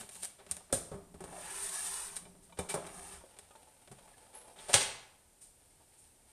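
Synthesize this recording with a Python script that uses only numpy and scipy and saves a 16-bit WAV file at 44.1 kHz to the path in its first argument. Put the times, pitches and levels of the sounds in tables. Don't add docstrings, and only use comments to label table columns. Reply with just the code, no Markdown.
import sys
import numpy as np
from scipy import signal
from scipy.fft import rfft, irfft
from scipy.io import wavfile
from scipy.ndimage import uniform_filter1d

SR = 44100
rng = np.random.default_rng(int(sys.argv[2]) if len(sys.argv) > 2 else 0)


def dump(signal):
    limited = np.clip(np.atleast_2d(signal).T, -1, 1)
    pcm = np.round(limited * 32767).astype(np.int16)
    wavfile.write(sys.argv[1], SR, pcm)


N = 278712


# start/s, fastest/s, end/s, top speed/0-1, weight on the feet/dB, lean/s
PUSHES = [(1.141, 1.862, 2.287, 0.92, -0.5, 0.31), (2.654, 3.08, 3.23, 0.4, 2.5, 0.012)]
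def pushes(knee_speed=0.28):
    t, total_speed, gains = np.arange(N) / SR, np.zeros(N), np.zeros((3, N))
    for start, fastest, end, top_speed, weight_db, lean_s in PUSHES:
        speed = top_speed * arch(t, start, fastest, end) ** 1.02
        progress = np.interp(t, (start, end), (0, 1))
        lean = arch(t, start - lean_s, (start + end) / 2, end + lean_s)
        drone = amp(-61 - 10 * speed) * np.sqrt(lean)
        scrape = amp(-54 - 7 * progress) * speed ** 2 / (speed ** 2 + knee_speed ** 2)
        hiss = amp(-39) * speed ** 2.09
        gains += amp(weight_db) * np.array([drone, scrape, hiss])
        total_speed += speed
    return total_speed, gains


# f/Hz, level/dB
FEET_COLOUR = [(50, -7), (130, -18), (300, -11.5), (400, -9.5), (480, -10.5), (840, -1.5), (1180, -8.5),
               (1500, -12.5), (1750, -9), (2000, -14.5), (4500, -14), (7400, -8.5), (8200, -5), (8900, 3),
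               (9400, -2), (10300, -9), (14400, -27)]
GRIT_COLOUR = [(300, -21), (700, -10), (1150, -2), (1800, -2), (2500, -1), (3500, -3), (8000, -26)]
def sliding_feet(drone, scrape, hiss):
    feet = rub((drone, scrape, hiss), FEET_COLOUR, (300, 1500),
               grains_per_s=20000, grain_db=1.3, flutter_db=0.9, ring_db=-53)
    grit = rub((0, scrape, 0), GRIT_COLOUR, (400, 3000),
               grains_per_s=450, grain_db=2.5, flutter_db=2.5, ring_db=-60)
    return feet + amp(-5) * grit


# f/Hz, width/Hz, level over drone/dB, level over scrape/dB
HUM_MODES = [(179, 21, -3.5, -50), (388, 18, -11, -10.5), (1810, 190, -44, -27)]
def shell_hum(drone, scrape):
    return sum(fuzzy_tone(hz, width) * (amp(drone_db) * drone + amp(scrape_db) * scrape)
               for hz, width, drone_db, scrape_db in HUM_MODES)


# t/s, length/s, level/dB, f/Hz, width/Hz
RASPS = [(0.0, 0.036, -58, 1503, 70), (0.161, 0.052, -63.5, 820, 200), (0.394, 0.047, -64, 847, 200),
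         (1.325, 0.057, -50, 725, 120), (1.357, 0.079, -52.5, 620, 59), (1.36, 0.3, -61.5, 1690, 40),
         (1.381, 0.23, -54.5, 1992, 2100), (1.42, .15, -66, 830, 97), (1.56, 0.13, -59.5, 400, 5.2),
         (1.61, 0.1, -57, 1870, 120), (1.721, 0.11, -51.5, 1700, 43), (1.87, 0.23, -58, 1080, 640),
         (2.683, 0.048, -49, 2313, 70), (2.739, 0.061, -46, 830, 330), (4.579, 0.032, -56, 3500, 700),
         (4.683, 0.042, -41, 667, 300), (5.789, 0.049, -68, 751, 580)]
def rasps():
    out, t = np.zeros(N), np.arange(SR // 3) / SR
    for s, seconds, db, hz, width in RASPS:
        swell = np.sin(np.pi * np.clip(t / seconds, 0, 1))
        add(out, s, sized(swell * fuzzy_tone(hz, width, size=len(t)), db, span=seconds / 2))
    return out


# t/s, level/dB, contact/s
LANDING_BLOWS = [(4.7302, -24.5, 0.011), (4.7396, -14.5, 0.0045), (4.7452, -20, 0.0067),
                 (4.752, -24, 0.0078), (4.762, -29.5, 0.0029), (4.772, -33, 0.0048), (4.803, -26.5, 0.023)]
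# f/Hz, level/dB
CLACK_COLOUR = [(40, -10), (100, -9), (160, -21.5), (250, -9.5), (420, -4.5), (620, -2.5), (850, -1),
                (1100, -5.5), (1900, -2.5), (2600, -0.5), (3400, 0), (4600, -2.5), (7700, -1.5),
                (9100, 6.5), (10000, -8.5), (10900, -13), (14400, -26)]
def landing():
    out, t = np.zeros(N), np.arange(SR // 4) / SR
    for s, db, seconds in LANDING_BLOWS:
        blow = touch(contact(t, seconds / 2), ring_db=-17, rise_s=seconds)
        add(out, s, sized(blow, db, span=0.0036))
    response = colour(CLACK_COLOUR)
    clack = through(out, response / np.linalg.norm(response))
    return room(clack, early_db=-5.5, early_t60=0.073, late_db=-4.5)


# f/Hz, level/dB, t60/s
SURFACE_MODES = [(406, -3.5, 0.27), (550, 6.5, 0.097), (804, -3, 0.13), (889, -9, .27), (1135, -10, .2),
                 (1480, -5, 0.14), (1685, -7, 0.099), (1886, -2, 0.15), (3362, -2, 0.185)]
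def surface_thud(start_s=4.742, rise_s=0.002):
    out, t = np.zeros(N), np.arange(SR // 2) / SR
    add(out, start_s, sized(ringing(SURFACE_MODES, t) * (1 - np.exp(-t / rise_s)), db=-28))
    return room(out, early_db=-19, early_t60=0.084, late_db=-15)


# t/s, thud/dB, body/dB, crack/dB, relative rattle/dB
KNOCKS = [(0.7248, -35.5, -38.5, -46, -1), (0.915, -44.5, -44, -64.5, 0.5), (0.94, -48, -51.5, -69, -20),
          (1.141, -50.5, -54.5, -67.5, -13), (1.204, -57, -48.5, -61.5, -15),
          (1.238, -48.5, -46.5, -59.5, -24), (1.276, -52, -52.5, -70.5, -6), (1.324, -66, -51, -64.5, -11),
          (2.254, -57, -56.5, -79, -24), (2.349, -72, -63.5, -77, -26), (2.587, -55, -39, -52, -14),
          (2.7399, -63, -33.5, -51, -25), (2.776, -64, -49, -71, -29), (3.914, -51.5, -58.5, -63, -20)]
RATTLE_S = 0.017
def knocks(contact_s=0.0031, rebound_s=0.011, firm_db=-54.5):
    out, t = np.zeros(N), np.arange(SR // 4) / SR
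    for s, thud_db, body_db, crack_db, rattle_db in KNOCKS:
        tick_db = crack_db + 11.5 + 0.49 * (crack_db - firm_db)
        force = contact(t, contact_s) + amp(rattle_db) * contact(t, RATTLE_S)
        for delay, db in (0, -0.5), (rebound_s, -8.5):
            blow = strike(force, (thud_db, body_db, crack_db, tick_db), ring_db=-12.5, rise_s=0.00029)
            add(out, s + delay, amp(db) * blow)
    return out


# t/s, level/dB, f/Hz, t60/s
DESK_THUMPS = [(0.511, -51.5, 80, 0.17), (0.7257, -38.5, 101, 0.14), (0.726, -42.5, 249, 0.13),
               (0.728, -39, 428, .09), (0.7275, -37.5, 536, 0.098), (0.931, -48, 120, 0.13),
               (0.944, -39, 396.6, 0.19), (0.947, -47, 193, 0.22), (1.206, -45, 375, 0.14),
               (1.213, -46, 181, 0.46), (2.588, -42.5, 81.5, 0.16), (2.588, -37.5, 414, 0.1),
               (2.589, -40, 505, 0.094), (2.592, -36.5, 181.4, 0.17), (2.743, -38, 163, 0.17),
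               (3.906, -51.5, 133, 0.16), (4.746, -37, 115, 0.1), (4.747, -42, 158, 0.15)]
def desk_thumps(rise_s=0.002):
    out, t = np.zeros(N), np.arange(SR // 3) / SR
    for s, db, hz, t60 in DESK_THUMPS:
        boom = ringing([(hz, 0, t60)], t) * (1 - np.exp(-t / rise_s))
        add(out, s, sized(boom, db))
    return room(out, early_db=-10, early_t60=0.06, late_db=-16)


# f/Hz, level/dB, t60/s
PLATE_MODES = [(465, 7, 0.029), (545.6, 5.5, 0.048), (690, -5, 0.11), (1040, -22, 0.077), (1304, 1, 0.037),
               (1620, -8, 0.072), (3050, -21.5, 0.14), (3420, -16.5, 0.12), (4220, -24, .12)]
CRANK_MODES = [(903, -1.5, 0.13), (2256, -10, 0.091), (2368, 4, .07), (3010, -4, 0.077), (3570, 0, 0.08),
               (3870, 0, 0.049)]
# t/s, level/dB, contact/s
PLATE_CLAPS = [(0.7284, -30, 0.00026), (0.916, -45, 0.00034), (1.325, -51.5, 0.00035),
               (2.5908, -52, 0.0002), (2.7411, -51, 0.0043), (2.758, -40, 0.0027), (2.776, -41.5, 0.00043),
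               (2.797, -50, 0.0014), (2.824, -50, 0.0017)]
CRANK_CLINKS = [(2.252, -57.5, 0.0012), (2.523, -59, 0.0019), (2.571, -65, 0.0023), (2.589, -43, 0.0022),
                (2.692, -44.5, 0.011)]
def plates_and_crank():
    parts = loose_part(PLATE_MODES, PLATE_CLAPS) + loose_part(CRANK_MODES, CRANK_CLINKS)
    return room(parts, early_db=-9, early_t60=0.04, late_db=-13)


# t/s, hold/s, rustle/dB, hiss/dB
CARD_STROKES = [(-0.02, 0.012, -54.5, -47.5), (0.11, 0.15, -68, -54), (0.485, 0.026, -58.5, -59)]
# f/Hz, level/dB
CARD_COLOUR = [(120, -22), (180, -13), (313, -24), (395, -14), (517, -21.5), (753, -19.5), (1240, -21.5),
               (2890, -4), (6030, -4), (8940, 8), (14500, -15)]
def card_rustle():
    return rub(strokes(CARD_STROKES, rise_s=0.011), CARD_COLOUR, (1300,),
               grains_per_s=4200, grain_db=1, flutter_db=-1.5, ring_db=-57)


# t/s, level/dB
CARD_SNAPS = [(0.0932, -65), (0.111, -56), (0.2325, -41), (0.2483, -39.5), (0.2535, -42), (0.5124, -32),
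              (0.547, -57), (0.5672, -45.5), (0.5825, -59)]
# f/Hz, level/dB
SNAP_COLOUR = [(150, -18), (700, -21), (1500, -13.5), (3000, -15), (6000, -11), (7800, -5.5), (8900, 6.5),
               (10300, -6.5), (14400, -26)]
def card_snaps(contact_s=0.00046):
    out, t = np.zeros(N), np.arange(SR // 20) / SR
    for s, db in CARD_SNAPS:
        burst = flatten(contact(t, contact_s) * rng.standard_normal(len(t)))
        add(out, s, sized(through(burst, colour(SNAP_COLOUR)), db))
    return room(out, early_db=-7, early_t60=0.04, late_db=-18)


# t/s, body/dB, tick/dB, contact/ms
CLICKS = [(0.01, -56, -52.5, 1.2), (0.029, -56.5, -77, 1.8), (0.464, -58.5, -63.5, 1.7),
          (0.512, -56, -38, 2.9), (0.567, -58, -57, 1.3), (0.727, -58, -30.5, 0.24),
          (0.737, -78, -35, 0.57), (0.744, -70, -40, 0.36), (2.1646, -56.5, -39.5, 2.9),
          (2.865, -55, -50.5, 2.6), (3.387, -60.5, -51, 1.8), (3.874, -60, -65, 2.7),
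          (5.416, -79, -62, 2.4)]
def clicks():
    out, t = np.zeros(N), np.arange(SR // 4) / SR
    for s, body_db, tick_db, contact_ms in CLICKS:
        force = contact(t, contact_ms / 1000) + amp(-25) * contact(t, RATTLE_S)
        levels_db = light_levels(body_db, tick_db, thud_over_body_db=-4)
        add(out, s, strike(force, levels_db, ring_db=-10.5, rise_s=0.0012))
    return out


# t/s, body/dB, tick/dB, length/s
SCUFFS = [(0.09, -61, -50, 0.0078), (0.153, -61.5, -65, 0.014), (0.224, -55, -41, 0.03),
          (0.241, -58.5, -45, 0.017), (0.384, -54.5, -72, 0.068), (0.694, -55, -91, 0.041),
          (1.617, -77, -41, 0.052), (2.156, -65, -43.5, 0.017), (2.42, -76, -57.5, 0.087),
          (2.571, -53.5, -62, 0.028), (2.687, -46, -35.5, 0.057), (3.108, -57.5, -48, 0.12),
          (3.365, -66, -68, 0.016), (4.327, -57, -60, .11), (4.565, -51.5, -48, 0.27),
          (4.681, -43, -39, 0.1), (5.407, -78, -49.5, 0.093), (5.967, -97, -55, 0.15)]
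def scuffs():
    out, t = np.zeros(N), np.arange(SR // 4) / SR
    for s, body_db, tick_db, seconds in SCUFFS:
        rise_s = seconds / 4
        levels_db = light_levels(body_db, tick_db, thud_over_body_db=-11)
        add(out, s, strike(contact(t, rise_s), levels_db, ring_db=-13, rise_s=rise_s))
    return out


# t/s, ring/dB, f/Hz, click/dB
FINGER_TAPS = [(0.607, -57, 776, -79), (2.496, -61, 670, -64), (2.524, -57.5, 943, -61),
               (3.211, -58.5, 930, -62), (3.239, -52, 538, -70), (3.339, -63.5, 856, -64),
               (3.508, -56.5, 810, -59), (3.553, -54, 887, -58.5), (3.673, -63.5, 856, -77),
               (3.915, -54, 743, -65.5), (3.986, -72, 920, -59), (4.075, -69.5, 965, -61),
               (4.138, -64.5, 1710, -77), (4.263, -70.5, 1290, -63), (4.451, -63, 880, -65.5),
               (4.481, -59.5, 667, -72), (4.56, -61.5, 844, -59)]
# multiple of f, level/dB
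PANEL_MODES = [(.69, -9), (1, 0), (1.17, -7), (1.52, -10)]
# f/Hz, level/dB
TAP_COLOUR = [(150, -8.5), (600, 2.5), (1200, -2), (2200, -8), (3400, -5.5), (5000, -18), (7500, -12),
              (9000, -7), (10500, -20), (14400, -28)]
def finger_taps(t60=0.075, contact_s=0.0037):
    out, t = np.zeros(N), np.arange(SR // 5) / SR
    for s, ring_db, hz, click_db in FINGER_TAPS:
        ring = ringing([(hz * multiple, db, t60) for multiple, db in PANEL_MODES], t)
        click = through(contact(t, contact_s) * rng.standard_normal(len(t)), colour(TAP_COLOUR))
        add(out, s, sized(ring, ring_db) + sized(click, click_db))
    return room(out, early_db=-8, early_t60=0.06, late_db=-11)


def grip_squeak(start_s=4.347, hz=10800, half_width_hz=300, db=-51, t60=0.4):
    out, t = np.zeros(N), np.arange(SR // 3) / SR
    blur = signal.butter(3, half_width_hz, fs=SR, output="sos")
    real, imaginary = signal.sosfilt(blur, rng.standard_normal((2, len(t))))
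    whistle = evened(((real + 1j * imaginary) * np.exp(2j * np.pi * hz * t)).real)
    add(out, start_s, whistle * amp(db - 60 * t / t60))
    return out


# t/s, hold/s, rustle/dB, hiss/dB
SLEEVE_STROKES = [(3.2, 0.66, -74, -70.5), (3.88, 0.77, -69, -67), (4.3, 0.63, -65.5, -66),
                  (5.55, 0.61, -84.5, -73), (6.25, 0.1, -79, -60)]
# f/Hz, level/dB
SLEEVE_COLOUR = [(150, -26.5), (300, -7), (420, -0.5), (900, 1.5), (1100, -12), (2100, -11.5),
                 (3500, -11.5), (5600, -16.5), (7600, -16), (8950, -1), (10300, -13.5), (14400, -29)]
def hands_and_sleeves():
    return rub(strokes(SLEEVE_STROKES, rise_s=0.06), SLEEVE_COLOUR, (1300,),
               grains_per_s=5000, grain_db=-0.5, flutter_db=3.5, ring_db=-65.5)


# f/Hz, level/dB, t60/s
SHELL_MODES = [(86.7, 7, 0.11), (129, -1, 0.044), (175, 2, 0.67), (399, 4, 0.22), (525.5, 7, 0.12),
               (628.5, 11, 0.051), (699, 3.5, 0.17), (774, 2, 0.18), (871.5, -2, 0.6), (1100, -16, 0.17),
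               (1312, -5, 0.23), (1704, 4.5, 0.038), (2286, 5, 0.19), (3525, 1.5, 0.15), (3870, 1.5, 0.12),
               (4350, -5, 0.13), (5850, -9, 0.21), (7740, -1, 0.092)]
def shell(spot_db=0):
    t = np.arange(SR // 4) / SR
    spots = rng.uniform(-0.68, 1, (len(SHELL_MODES), 2))
    return sum(amp(db + spot_db * share - 60 * t / t60) * np.cos(2 * np.pi * hz * t + np.pi * turn)
               for (hz, db, t60), (share, turn) in zip(SHELL_MODES, spots))


# f/Hz, level/dB
BLOW_COLOUR = [(40, -6.5), (90, 2.5), (200, -2), (330, 1.5), (600, 5.5), (1100, 0.5), (2000, 2), (3500, 1),
               (6500, -9.5), (7800, -6), (9000, 3.5), (10200, -10), (12500, -19.5), (14500, -29)]
def strike(force, levels_db, ring_db, rise_s):
    blow = through(touch(force, ring_db, rise_s), colour(BLOW_COLOUR))
    return sum(sized(band, db) for band, db in zip(split(blow, (250, 1200, 6500)), levels_db))


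def light_levels(body_db, tick_db, thud_over_body_db):
    crack_db = body_db + 0.28 * (tick_db - body_db) - 0.5
    return body_db + thud_over_body_db, body_db, crack_db, tick_db


def touch(force, ring_db, rise_s, grip_t60=0.3):
    t = np.arange(len(force)) / SR
    burst = flatten(force * rng.standard_normal(len(t)))
    ring = shell(spot_db=3)[:len(t)] * (1 - np.exp(-t / rise_s)) * amp(-60 * t / grip_t60)
    return sized(burst, 0) + sized(ring, ring_db)


def loose_part(modes, hits):
    out, t = np.zeros(N), np.arange(SR // 3) / SR
    ring = ringing(modes, t)
    for s, db, seconds in hits:
        bounces = flatten(flatten(contact(t, seconds) * rng.standard_normal(len(t))))
        add(out, s, sized(through(bounces, ring), db))
    return out


def rub(gains, spectrum, edges_hz, grains_per_s, grain_db, flutter_db, ring_db):
    sizes = amp(grain_db * np.minimum(rng.exponential(1, N), 5)) * rng.standard_normal(N)
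    flutter = evened(uniform_filter1d(uniform_filter1d(rng.standard_normal(N), size=700), size=400))
    slips = sizes * (rng.random(N) < grains_per_s / SR) * amp(flutter_db * flutter)
    sound = through(slips + amp(ring_db) * through(slips, shell()), colour(spectrum))
    return sum(evened(band) * gain for band, gain in zip(split(sound, edges_hz), gains))


def strokes(rows, rise_s, fade_db_per_s=189):
    t, gains = np.arange(N) / SR, np.zeros((2, N))
    for s, hold, *levels_db in rows:
        shape = np.clip((t - s) / rise_s, 0, 1) * amp(-fade_db_per_s * np.maximum(t - s - hold, 0))
        gains = np.maximum(gains, amp(levels_db)[:, None] * shape)
    return gains


def shifting_echoes(near, speed, turns_per_s=2.76):
    travel = 2 * np.pi * turns_per_s * np.cumsum(speed) / SR
    return sum(room(part, early_db=-4, early_t60=0.02, late_db=-17) - part
               for part in (near * np.cos(travel), near * np.sin(travel)))


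# f/Hz, t60/s
ROOM_DECAY = [(100, 0.82), (300, 0.58), (1000, 0.71), (2500, 0.59), (5000, 0.52), (9000, 0.43),
              (14000, 0.4)]
def room(x, early_db, early_t60, late_db):
    t = np.arange(SR) / SR
    hz, s, noise = signal.stft(rng.standard_normal(SR), SR, nperseg=256)
    late = signal.istft(noise * amp(-60 * s / read(ROOM_DECAY, hz)[:, None]), SR, nperseg=256)[1][:SR]
    late *= np.clip((t - 0.004) / 0.0082, 0, 1)
    early = rng.standard_normal(SR) * (rng.random(SR) < 2500 / SR)
    early *= (t > 0.0015) * amp(-60 * t / early_t60)
    echoes = amp(early_db) * early / np.linalg.norm(early) + amp(late_db) * late / np.linalg.norm(late)
    return x + through(x, echoes)


# f/Hz, level/dB
ROOM_TONE_COLOUR = [(12, -33.5), (20, 2.5), (62, 4), (114, 1.5), (181, -3.5), (463, -5), (662, -6.5),
                    (922, -7), (1030, -14.5), (3660, -16), (6700, -15.5), (9080, -4), (10400, -13),
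                    (14500, -21.5)]
def room_tone(db=-65.5):
    return amp(db) * evened(through(rng.standard_normal(N), colour(ROOM_TONE_COLOUR)))


def contact(t, seconds):
    u = t / max(seconds, 0.0003)
    return u * np.exp(1 - u)


def ringing(modes, t):
    return sum(amp(db - 60 * t / t60) * np.sin(2 * np.pi * hz * t) for hz, db, t60 in modes)


def fuzzy_tone(hz, width_hz, size=N):
    blur = signal.butter(2, width_hz / 2, fs=SR, output="sos")
    real, imaginary = signal.sosfilt(blur, rng.standard_normal((2, size)))
    phase = 2 * np.pi * hz * np.arange(size) / SR
    return evened(real * np.cos(phase) - imaginary * np.sin(phase))


def arch(t, start, middle, end):
    return np.sin(np.pi / 2 * np.interp(t, (start, middle, end), (0, 1, 0)))


def flatten(x):
    height = evened(abs(rfft(x, 2 * len(x))))
    return through(x, causal(1 / np.hypot(height, 0.5)))


def colour(points, size=2048):
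    return causal(amp(read(points, np.fft.rfftfreq(size, 1 / SR))))


def causal(gain):
    cepstrum = irfft(np.log(gain))
    half = len(cepstrum) // 2
    cepstrum[1:half] *= 2
    cepstrum[half + 1:] = 0
    return irfft(np.exp(rfft(cepstrum)))


def split(x, edges_hz):
    bands = []
    for hz in edges_hz:
        bands.append(signal.sosfilt(signal.butter(4, hz, "low", fs=SR, output="sos"), x))
        x = signal.sosfilt(signal.butter(4, hz, "high", fs=SR, output="sos"), x)
    return bands + [x]


def read(points, hz):
    f, value = np.transpose(points)
    return np.interp(np.log(hz + 1), np.log(f + 1), value)


def through(x, response):
    return signal.fftconvolve(x, response)[:len(x)]


def sized(x, db, span=0.0075):
    return amp(db) * x * np.sqrt(span * SR / (np.sum(x ** 2) + 1e-20))


def evened(x):
    return x / np.sqrt(np.mean(x ** 2) + 1e-20)


def amp(db):
    return 10 ** (np.asarray(db) / 20)


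def add(mix, s, sound):
    part = mix[max(round(s * SR), 0):][:len(sound)]
    part += sound[:len(part)]


def scene():
    speed, (drone, scrape, hiss) = pushes()
    near = card_rustle() + sliding_feet(drone, scrape, hiss)
    hands = hands_and_sleeves()
    mix = near + shifting_echoes(near, speed)
    mix += room(hands, early_db=-4, early_t60=0.24, late_db=-20)
    mix += shell_hum(drone, scrape) + rasps() + card_snaps()
    mix += room(knocks() + clicks() + scuffs(), early_db=-3.5, early_t60=0.044, late_db=-7)
    mix += plates_and_crank() + desk_thumps() + finger_taps()
    mix += landing() + surface_thud() + grip_squeak() + room_tone()
    return mix[None]


def record(dry):
    lowpass = signal.firwin(301, 14380, window=("kaiser", 8), fs=SR)
    return signal.oaconvolve(dry, lowpass[None], "same")


dry = scene()
out = record(dry)
dump(out)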